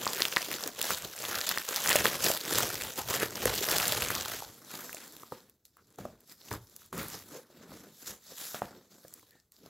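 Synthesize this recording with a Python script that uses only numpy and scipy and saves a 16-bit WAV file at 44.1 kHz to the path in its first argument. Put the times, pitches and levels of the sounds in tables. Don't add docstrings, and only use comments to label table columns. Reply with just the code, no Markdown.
import sys
import numpy as np
from scipy import signal
from scipy.fft import rfft, irfft, next_fast_len
from scipy.io import wavfile
from scipy.ndimage import uniform_filter1d

SR = 44100
rng = np.random.default_rng(int(sys.argv[2]) if len(sys.argv) > 2 else 0)


def unload_audio(sound):
    columns = np.transpose(np.atleast_2d(sound))
    steps = np.round(np.clip(columns, -1, 1) * 32767)
    wavfile.write(sys.argv[1], SR, steps.astype(np.int16))


def makeup_ratio(level_db):
    decades = np.asarray(level_db, float) / 20
    return 10 ** decades


N = 427318
LEAD_S = 0.002
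LET_GO_S, LET_GO_DB_PER_S = 4.38, 130
REST_DB = -81
HISS_DB = -80

# peak in seconds, effort in dB, seconds to rise the last 10 dB,
# seconds to fall 10 dB, weight in dB (more weight, more low sound).
SQUEEZES = [(0.04, -39.0, 0.076, 0.548, -9.0), (0.21, -37.0, 0.287, 0.288, -13.0),
            (0.419, -39.5, 0.15, 0.175, -18.0), (0.539, -39.0, 0.108, 0.058, -5.0),
            (0.678, -43.5, 0.518, 0.043, -6.0), (0.798, -43.5, 0.065, 0.047, -7.5),
            (0.909, -33.5, 0.11, 0.084, -16.0), (1.038, -42.5, 0.069, 0.093, -9.5),
            (1.207, -43.0, 0.184, 0.576, -17.0), (1.347, -37.0, 0.388, 0.386, -13.0),
            (1.492, -35.5, 0.066, 0.18, -17.0), (1.687, -36.0, 0.016, 0.9, -17.0),
            (1.901, -30.0, 0.112, 0.276, -12.0), (2.056, -29.0, 0.017, 0.045, -1.0),
            (2.135, -37.0, 0.249, 0.173, -10.0), (2.266, -28.5, 0.064, 0.114, -14.0),
            (2.565, -31.0, 0.12, 0.19, -9.0), (2.819, -36.0, 0.037, 0.111, -8.5),
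            (2.984, -34.0, 0.022, 0.043, -11.0), (3.093, -37.0, 0.036, 0.3, -14.0),
            (3.163, -31.5, 0.2, 0.019, -9.0), (3.221, -32.5, 0.041, 0.044, -3.0),
            (3.487, -36.0, 0.17, 0.158, -0.5), (3.722, -32.0, 0.317, 0.712, -12.0)]
# peak in seconds, rumble in dB,
# seconds to rise 10 dB, seconds to fall 10 dB.
SHOVES = [(.55, -66, .05, .2), (.909, -62, .06, .3), (1.048, -53, .05, .04), (1.317, -54, .04, .13),
          (1.896, -59, .05, .2), (2.035, -49, .14, .08), (2.276, -50.5, .15, .045), (2.56, -42.5, .03, .11),
          (2.824, -48, .02, .05), (3.043, -47, .04, .3), (3.462, -36, .03, .085), (3.712, -49, .11, .7),
          (3.961, -47.5, .6, .45)]
# time in seconds,
# peak in dB, pitch in Hz, bright tick in dB.
SNAPS = [(.0676, -11, 1070, -36), (.0769, -9.5, 4780, -35), (.1334, -14, 4478, -28),
         (.205, -19.5, 1765, -43), (.2209, 0, 4260, -32.5), (.2533, -6, 3170, -31),
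         (.3254, -14.5, 2971, -48), (.3634, -6, 4050, -34), (.3695, -3, 1830, -31),
         (.5152, -16.5, 2300, -33), (.529, -23, 2024, -33), (.5404, -14, 3703, -40),
         (.638, -11, 5200, -40), (.6761, -11.5, 6589, -28), (.8153, -10, 3430, -22.5),
         (.8275, -12.5, 6890, -27), (.906, -12, 1340, -26), (1.2523, -14, 3420, -45),
         (1.3553, -10.5, 5440, -32), (1.4139, -10, 4565, -38), (1.4914, -9, 5000, -20.8),
         (1.4982, -15, 4300, -39), (1.5141, -16, 1580, -35), (1.5753, -10.5, 1710, -31),
         (1.5842, -10.5, 4866, -31.5), (1.6892, -8.5, 6800, -37), (1.7614, -10.5, 4730, -26),
         (1.7667, -16.9, 3380, -28),
         (1.8604, -12, 1600, -32), (1.8749, -5, 6029, -30.5), (1.8926, -1.5, 7500, -21),
           (1.9026, -11.5, 1765, -23), (1.9144, -7, 2600, -37), (1.9296, -6, 4560, -29.5),
           (1.9575, -7, 2370, -20), (1.9615, -3, 7019, -23.5), (1.9681, -10, 3100, -32),
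           (2.0561, -3, 1640, -26), (2.067, -7, 3320, -25), (2.243, -6, 5700, -22),
           (2.2646, -7.5, 4392, -37), (2.285, -14, 5700, -36), (2.585, -8, 6933, -19),
           (2.7551, -14, 5124, -33.5), (3.2202, -18, 1520, -40), (3.4559, -12.5, 1636, -18.5),
           (3.5535, -14, 7751, -29), (3.7144, -13, 4134, -20), (3.7672, -11, 4350, -27),
           (3.7834, -8, 4823, -21), (3.8005, -11, 2540, -28), (3.855, -10, 4700, -27),
           (3.8806, -10, 7321, -22.7), (3.9228, -9, 3700, -23), (4.022, -11, 2600, -25),
           (4.1043, -13, 1500, -26), (4.1521, -9, 5500, -33)]
# time in seconds, peak in dB, pitch in Hz, bright tick in dB.
SETTLING = [(4.3196, -22, 1920, -39), (4.4218, -32, 4180, -52), (4.8075, -30, 6250, -44),
            (4.9297, -27, 2470, -42), (4.9696, -30, 2420, -52), (5.1665, -34, 3670, -49),
            (5.1981, -38, 3760, -57), (5.2205, -39, 5840, -57), (5.4973, -44, 10400, -56),
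            (5.6535, -41, 4330, -54), (6.5095, -33, 3760, -48), (6.764, -41, 7380, -44),
            (8.5455, -27, 3500, -55), (8.5462, -28, 1300, -60), (8.6195, -25, 1550, -66),
            (9.0822, -43, 5000, -52), (9.1391, -37, 7220, -43), (9.3085, -46, 4400, -60),
            (9.5208, -46, 4440, -56), (9.5655, -41, 4720, -68)]
# time in seconds, peak in dB, pitch in Hz,
# bright tick in dB.
CREASES = [(0.0498, -19, 3400, -40), (0.1804, -22, 12000, -38), (0.1979, -19, 1830, -50),
           (0.4476, -19, 6630, -38), (0.6085, -27, 3140, -38), (0.7913, -27, 4460, -37),
           (0.8549, -19, 11930, -40), (0.9845, -28, 3400, -37), (1.1641, -22, 8030, -46),
           (1.1894, -20, 7210, -50), (1.2841, -26, 2520, -38), (1.3867, -18, 3680, -42),
           (1.4694, -19, 4090, -32), (1.6518, -23, 5730, -41), (1.7451, -21, 3100, -35),
           (1.8396, -19, 5230, -33), (1.9877, -16, 2910, -36), (2.0424, -16, 4330, -33),
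           (2.1005, -19, 4010, -39), (2.1316, -22, 1960, -34), (2.2236, -17, 7260, -46),
           (2.3165, -18, 3080, -29), (2.3507, -21, 12000, -41), (2.3741, -18, 3770, -31),
           (2.4063, -23, 4050, -44), (2.4588, -26, 2200, -38), (2.5369, -10, 12000, -31),
           (2.6049, -18, 1250, -27), (2.6308, -19, 2820, -35), (2.6915, -16, 7320, -43),
           (2.7436, -17, 7430, -42), (2.8202, -21, 3510, -47), (2.9887, -24, 1160, -35),
           (3.078, -26, 11480, -43), (3.1022, -19, 5190, -37), (3.1322, -17, 4220, -34),
           (3.1954, -25, 1870, -43), (3.3562, -17, 5560, -41), (3.5407, -16, 4090, -31),
           (3.5907, -16, 3510, -41), (3.6079, -16, 11710, -35), (3.6698, -15, 11480, -33),
           (3.6964, -11, 12000, -30), (3.7297, -16, 2580, -38), (3.8197, -14, 4670, -32),
           (3.8708, -18, 2150, -28), (3.9106, -16, 11390, -36), (3.9329, -21, 1590, -31),
           (4.2105, -37, 1510, -49), (4.2609, -34, 1270, -48)]
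# time in seconds, peak in dB, pitch in Hz,
# bright tick in dB.
TICKS = [(4.544, -35, 12000, -54), (4.5902, -41, 12000, -56), (4.6485, -36, 6310, -58),
         (4.714, -31, 6610, -43), (4.7542, -26, 4840, -50), (4.9471, -22, 7490, -45),
         (5.0399, -36, 5020, -49), (5.0637, -39, 7170, -60), (5.0787, -33, 7560, -52),
         (5.1233, -38, 6980, -50), (5.2344, -39, 1250, -57), (5.3042, -49, 5000, -58),
         (5.4051, -45, 4220, -64), (5.8716, -51, 7450, -69), (5.9045, -52, 7130, -67),
         (5.9256, -50, 7470, -66), (5.959, -44, 7040, -65), (6.0009, -49, 1160, -55),
         (6.0544, -33, 1230, -55), (6.206, -40, 12000, -60), (6.2759, -41, 12000, -62),
         (6.2971, -39, 4890, -58), (6.3227, -38, 5560, -48), (6.4036, -47, 4970, -61),
         (6.4156, -38, 3960, -67), (6.4528, -40, 11860, -59), (6.4858, -38, 2860, -55),
         (6.5144, -27, 1570, -62), (6.5288, -27, 6090, -41), (6.5379, -30, 1120, -42),
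         (6.6718, -44, 5560, -65), (6.698, -40, 12000, -61), (6.8195, -47, 1380, -59),
         (6.8619, -37, 11460, -57), (6.9791, -31, 1120, -36), (7.0311, -32, 1160, -40),
         (7.084, -22, 12000, -41), (7.1018, -27, 7320, -47), (7.1337, -30, 7110, -50),
         (7.1908, -32, 6800, -53), (8.0608, -35, 4240, -48), (8.0719, -33, 4480, -45),
         (8.3585, -41, 4780, -58), (8.4535, -31, 4390, -41), (8.6567, -42, 3660, -67),
         (9.042, -44, 4650, -61), (9.0945, -44, 7710, -64), (9.1955, -49, 2170, -56),
         (9.4005, -48, 5400, -68), (9.6619, -41, 4370, -60)]
# time in seconds, peak in dB, pitch in Hz.
BUMPS = [(0.36, -18, 1000), (1.687, -29.5, 517), (1.952, -9.5, 593), (2.051, -21, 415), (2.269, -28.5, 520),
         (2.298, -15.5, 606), (2.519, -22.5, 360), (3.226, -17, 420), (3.453, -12, 480), (3.609, -22, 403),
         (4.419, -26, 840)]
# frequency in Hz, level in dB per Hz.
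FILM_COLOUR = [(18, -49.5), (30, -20), (70, -13), (184, -5), (600, -2), (801, -3), (1760, -4), (2170, -6),
               (7470, -4), (8980, -11.5), (12000, -5.5), (16000, -10)]
# offset in dB, share of the effort, share of the weight,
# steepness (how many times faster it rises and falls).
FILM_LAW = [
    (-0.3, 1.0, 0.0, 1.0),
    (-4.6, 1.06, 0.05, 1.15),
    (-3.0, 1.06, 0.2, 1.3),
    (3.0, 1.09, 0.85, 1.42),
]
SPLITS_HZ = 3300, 1500, 500, 110

# peak in seconds, effort
# in dB, seconds to rise 10 dB, seconds to fall 10 dB, weight in dB.
STROKES = [(4.47, -55.5, 0.02, 0.9, -8.0), (4.749, -43.5, 0.08, 0.24, -12.0),
           (4.975, -50.5, 0.249, 0.35, -10.0), (5.32, -55.0, 0.006, 0.1, 1.0),
           (5.657, -64.0, 0.008, 0.04, -25.0), (5.955, -68.5, 0.266, 0.072, -3.0),
           (5.988, -57.5, 0.006, 0.12, 10.0), (6.205, -69.0, 0.02, 0.2, 2.0),
           (6.32, -52.0, 0.045, 0.028, -11.0), (6.49, -51.0, 0.08, 0.04, -13.0),
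           (6.513, -45.5, 0.004, 0.3, -2.0), (6.544, -46.5, 0.1, 0.03, -1.0),
           (6.85, -58.0, 0.33, 0.049, -13.0),
           (6.93, -50.0, 0.004, 0.432, 2.0), (6.999, -43.5, 0.075, 0.13, -2.0),
           (7.154, -46.5, 0.622, 0.084, -8.0), (7.368, -51.5, 0.188, 0.049, -5.0),
           (7.63, -63.0, 0.288, 0.36, 6.0), (7.737, -54.5, 0.066, 0.173, 3.0),
           (8.042, -50.5, 0.1, 0.09, -16.0), (8.072, -40.0, 0.016, 0.104, -27.0),
           (8.112, -47.0, 0.05, 0.045, -7.0), (8.316, -50.0, 0.08, 0.05, -16.0),
           (8.39, -41.0, 0.04, 0.5, -27.0), (8.556, -41.0, 0.012, 0.04, -10.0),
           (8.624, -55.0, 0.006, 0.16, 5.0), (8.91, -60.5, 0.015, 0.241, 0.0),
           (9.169, -60.0, 0.896, 0.173, -11.5), (9.354, -68.0, 0.042, 0.08, -2.0),
           (9.528, -65.0, 0.008, 0.518, -17.0), (9.658, -63.0, 0.07, 0.158, 5.0)]
# peak in seconds, rumble in dB, seconds to rise 10 dB,
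# seconds to fall 10 dB.
NUDGES = [(4.47, -65, .02, .05), (4.969, -76, .6, .6), (5.988, -56, .006, .13), (6.525, -41, .012, .05),
          (7.03, -50, .08, .05), (7.174, -61, .2, .09), (7.742, -57, .03, .07), (8.112, -59.7, .04, .03),
          (8.66, -60, .02, .07)]
# time in seconds, peak in dB, pitch in Hz,
# bright tick in dB, hollow knock in dB.
TAPS = [(4.893, -27, 1580, -53.5, -61), (4.944, -32, 635, -50, -49), (5.232, -37, 1090, -50.5, -46),
        (5.321, -23.5, 860, -48, -29), (5.768, -45, 1220, -53.5, -82), (5.985, -53, 751, -48, -29.5),
        (6.052, -24, 635, -57, -31), (6.5125, -26, 900, -50, -32), (6.927, -26, 1090, -44, -40),
        (7.501, -45, 600, -66, -49), (7.717, -37, 956, -63.5, -38.5), (8.319, -40, 500, -60, -55),
        (8.5442, -25, 650, -52, -37), (8.6185, -14.5, 750, -64, -33), (9.048, -40, 564, -72, -41.5),
        (9.228, -50, 1000, -68, -49.5), (9.66, -41, 600, -61, -54)]
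# frequency in Hz, level in dB, seconds to die by 60 dB.
BOX_MODES = [(155, -8, 0.048), (280.6, -3, 0.06), (434, 3, 0.04), (560, 3, 0.03), (700, -1, 0.02),
             (1056, -6, 0.02), (1540, -3, .02)]
# frequency in Hz, level in dB per Hz.
CARD_COLOUR = [(18, -41), (40, -8), (124, -5.5), (210, 1.5), (620, -6.5), (1220, -7.5), (2900, -18),
               (3800, -12), (7500, -9.5), (9000, -19), (11500, -10), (15500, -15)]
# offset in dB, share of the effort, share of the weight,
# steepness (how many times faster it rises and falls).
CARD_LAW = [
    (-0.5, 1.0, 0.0, 1.0),
    (8.0, 1.27, 0.45, 1.2),
    (5.0, 1.19, 0.55, 1.36),
    (2.2, 1.01, 0.9, 1.2),
]

SQUEAK_S = 7.33, 9.30, 5.768, 2.972
# length in seconds, pitch in Hz, width in Hz, level in dB.
SQUEAKS = [
    (0.11, 465, 90, -46.5),
    (0.15, 1800, 80, -68),
    (0.077, 1330, 280, -66),
    (0.08, 900, 240, -39),
]

# frequency in Hz, seconds to die by 60 dB.
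ROOM = [(150, 0.22), (600, 0.38), (3000, 0.12), (12000, 0.18)]
# frequency in Hz, level in dB per Hz.
HISS_COLOUR = [(30, -11.5), (90, -2.5), (345, -8), (1500, -24), (2800, -31), (4500, -26), (8980, -27.5),
               (16000, -19.5)]


def mailer():
    rustle = patchy(crackle(1100, 3.6, 0.75, -3.5, 2.8), 1.6)
    out = played(coloured(rustle, FILM_COLOUR), SQUEEZES, FILM_LAW, SHOVES)
    since_let_go = np.maximum(np.arange(N) / SR - LET_GO_S, 0)
    out = out * makeup_ratio(-LET_GO_DB_PER_S * since_let_go)
    snaps = SNAPS
    snaps += [(s, db - 1.5, hz, tick_db + 6) for s, db, hz, tick_db in SETTLING]
    snaps += [(s, db + 0.6, hz, tick_db + 2.5) for s, db, hz, tick_db in CREASES + TICKS]
    chance = rng.standard_normal((len(snaps), 900))
    for (s, db, hz, tick_db), row in zip(snaps, chance):
        cycles = 0.98 if s < LET_GO_S else 1.7
        add(out, s - LEAD_S, snap(db, hz, tick_db, cycles, 0.0012, row))
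    for s, db, hz in BUMPS:
        add(out, s + 0.004, makeup_ratio(db) * buckle(hz, 1.5, np.arange(1500) / SR))
    return out


def crackle(per_s, spread_db, clump, smooth_db, flicker_db, count=14):
    rate = per_s * np.exp(clump * slow(40))
    size = makeup_ratio(spread_db * np.minimum(rng.exponential(1, N), 4.5)) * (rng.random(N) < rate / SR)
    size *= rng.choice([-1.0, 1.0], N)
    kind = rng.integers(0, count, N)
    t = np.arange(300) / SR
    buckles = np.zeros(N)
    for k, hz in enumerate(np.geomspace(380, 13000, count)):
        tick = rng.standard_normal(len(t)) * np.exp(-t / 0.00036)
        grain = evened(buckle(hz, 1.91, t)) + 1.3 * evened(tick)
        at = np.flatnonzero(size * (kind == k))
        places = (at[:, None] + np.arange(len(t))).ravel()
        buckles += np.bincount(places, np.outer(size[at], grain).ravel(), N + len(t))[:N]
    friction = rng.standard_normal(N) * makeup_ratio(flicker_db * slow(21))
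    both = evened(buckles) + makeup_ratio(smooth_db) * evened(friction)
    power = uniform_filter1d(uniform_filter1d(both ** 2, size=1800), size=1800)
    return both / abs(power) ** 0.4


def snap(db, hz, tick_db, cycles, tick_s, chance):
    t = np.arange(len(chance)) / SR - LEAD_S
    spray = np.diff(chance, prepend=0) * np.exp(np.minimum(t / 0.00055, -t / tick_s))
    swing = buckle(hz, cycles, np.maximum(t + 0.39 / hz, 0))
    sound = makeup_ratio(db + 0.5) * swing + makeup_ratio(tick_db + 1.5) * spray
    return sound - 0.21 * np.roll(sound, round(0.0013 * SR))


def buckle(hz, cycles, t):
    return np.sin(2 * np.pi * hz * t) * np.exp(-t * hz / cycles) * (1 - np.exp(-t * hz * 6))


def played(z, strokes, law, loads):
    size = next_fast_len(N)
    hz = np.fft.rfftfreq(size, 1 / SR)
    under = [1 + 0 * hz] + [1 / (1 + (hz / f) ** 12) for f in SPLITS_HZ] + [0 * hz]
    s, effort_db, rise, fall, weight_db = np.transpose(strokes)
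    gains = []
    for offset_db, effort_share, weight_share, steep in law:
        db = offset_db + effort_share * effort_db + weight_share * weight_db
        gains.append(stroked(s, db, rise / steep, fall / steep))
    gains.append(stroked(*np.transpose(loads), REST_DB))
    out = np.zeros(N)
    for upper, lower, gain in zip(under, under[1:], gains):
        band = irfft(z * np.sqrt(abs(upper - lower)), size)[:N]
        out += gain * evened(band)
    return out


def stroked(s, db, rise, fall, rest_db=-200):
    t = np.arange(0, N + 32, 32) / SR
    s, db, rise, fall = (np.concatenate([v[:1], v, v[-1:]]) for v in (s, db, rise, fall))
    k = np.searchsorted(s[1:-1], t)
    dying = np.where(t >= s[k], db[k] - 10 * (t - s[k]) / fall[k], rest_db)
    swelling = np.where(t <= s[k + 1], db[k + 1] - 10 * (s[k + 1] - t) / rise[k + 1], rest_db)
    level_db = np.maximum(np.maximum(dying, swelling), rest_db)
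    return np.interp(np.arange(N) / SR, t, makeup_ratio(level_db))


def patchy(x, depth_db):
    z = signal.stft(x, SR, nperseg=256)[2]
    blotches = uniform_filter1d(rng.standard_normal(z.shape), size=9, axis=0)
    blotches = uniform_filter1d(blotches, size=24, axis=1)
    return signal.istft(z * makeup_ratio(depth_db * evened(blotches)), SR, nperseg=256)[1][:N]


def coloured(x, colour):
    size = next_fast_len(N)
    z = rfft(x, size)
    mean = np.sqrt(uniform_filter1d(abs(z) ** 2, size=601))
    return z / mean * makeup_ratio(read(colour, np.fft.rfftfreq(size, 1 / SR)))


def slow(rate):
    return evened(signal.lfilter([1], [1, -np.exp(-2 * np.pi * rate / SR)], rng.standard_normal(N)))


def evened(x):
    return x / np.sqrt(np.mean(x ** 2) + 1e-20)


def read(points, hz):
    f, value = np.transpose(points)
    return np.interp(np.log(hz + 1), np.log(f + 1), value)


def add(mix, s, sound):
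    part = mix[round(s * SR):][:len(sound)]
    part += sound[:len(part)]


def box():
    rubbing = patchy(crackle(400, 2.1, 0.9, 5, 2), 1.9)
    out = played(coloured(rubbing, CARD_COLOUR), STROKES, CARD_LAW, NUDGES)
    chance = rng.standard_normal((len(TAPS), 4000))
    t = np.arange(4000) / SR
    soft = 1 - np.exp(-t / 0.00093)
    for (s, db, hz, tick_db, knock_db), row in zip(TAPS, chance):
        ring = np.zeros(len(t))
        for k, (f, mode_db, t60) in enumerate(BOX_MODES):
            fading = makeup_ratio(mode_db + 2.6 * row[k] - 60 * t / t60)
            ring += fading * np.sin(2 * np.pi * f * (1 + 0.13 * row[-k - 1]) * t)
        add(out, s + 0.0015 - LEAD_S, snap(db, hz, tick_db, 1.35, 0.0012, row))
        add(out, s + 0.0012, makeup_ratio(knock_db - 8.5) * ring * soft)
    return out


def squeaks():
    out = np.zeros(N)
    for s, (length, hz, width, db) in zip(SQUEAK_S, SQUEAKS):
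        t = np.arange(0, length, 1 / SR)
        drag = signal.lfilter(*signal.iirpeak(hz, hz / width, SR), rng.standard_normal(8000))[:len(t)]
        add(out, s, makeup_ratio(db) * evened(drag) * np.sin(np.pi * np.sqrt(t / length)) ** 2)
    return out


def room(x):
    out = np.zeros(N)
    turn = 2 * np.pi * 1.5 * np.arange(N) / SR
    at = np.arange(200, SR // 3 - 20, 20)
    for k in range(3):
        echoes = np.zeros(SR // 3)
        echoes[at + rng.integers(0, 20, len(at))] = rng.choice([-1.0, 1.0], len(at))
        hz, t, z = signal.stft(echoes, SR, nperseg=256)
        tail = signal.istft(z * makeup_ratio(-60 * t / read(ROOM, hz)[:, None]), SR, nperseg=256)[1]
        share = np.sqrt(2 / 3) * np.cos(turn + k * 2 * np.pi / 3)
        out += signal.oaconvolve(x * share, tail / np.linalg.norm(tail))[:N]
    return out


def hiss():
    noise = coloured(rng.standard_normal(N), HISS_COLOUR)
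    return makeup_ratio(HISS_DB) * evened(irfft(noise, next_fast_len(N))[:N])


def scene():
    near = mailer() + box() + squeaks()
    mono = near + makeup_ratio(-14.5) * room(near) + hiss()
    return np.array([mono, mono])


def filled(x, loud_share, quiet_db, apart_db):
    hz, t, z = signal.stft(x, SR, nperseg=128)
    blocks = len(t) // 16 + 1
    middle = np.minimum(np.arange(blocks) * 1024, N - 1)
    power_db = 10 * np.log10(abs(uniform_filter1d(x ** 2, size=4096))[middle] + 1e-12)
    runs = evened(uniform_filter1d(rng.standard_normal(blocks), size=2))
    on = (runs > loud_share) | ((power_db < quiet_db) & (runs > -1.6))
    bands = np.repeat(rng.random((22, blocks)) < 0.75, 3, 0)[:len(hz)]
    bands = bands & (hz > 4644)[:, None] & on
    scrambled = z * np.exp(2j * np.pi * rng.random(z.shape)) * np.repeat(bands, 16, 1)[:, :len(t)]
    apart = makeup_ratio(apart_db) * signal.istft(scrambled, SR, nperseg=128)[1][:N]
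    return np.array([x + apart, x - apart])


def roll_off(x):
    return signal.sosfilt(signal.butter(12, 16990, fs=SR, output="sos"), x)


def record(dry):
    cut = signal.sosfilt(signal.butter(2, 48, "high", fs=SR, output="sos"), dry[0])
    top_edge = signal.firwin(255, 15800, window=("kaiser", 8), fs=SR)
    cut = signal.oaconvolve(cut, top_edge, "same")
    wide = filled(cut, loud_share=0.5, quiet_db=-45, apart_db=-4.5)
    return roll_off(wide)


dry = scene()
out = record(dry)
unload_audio(out)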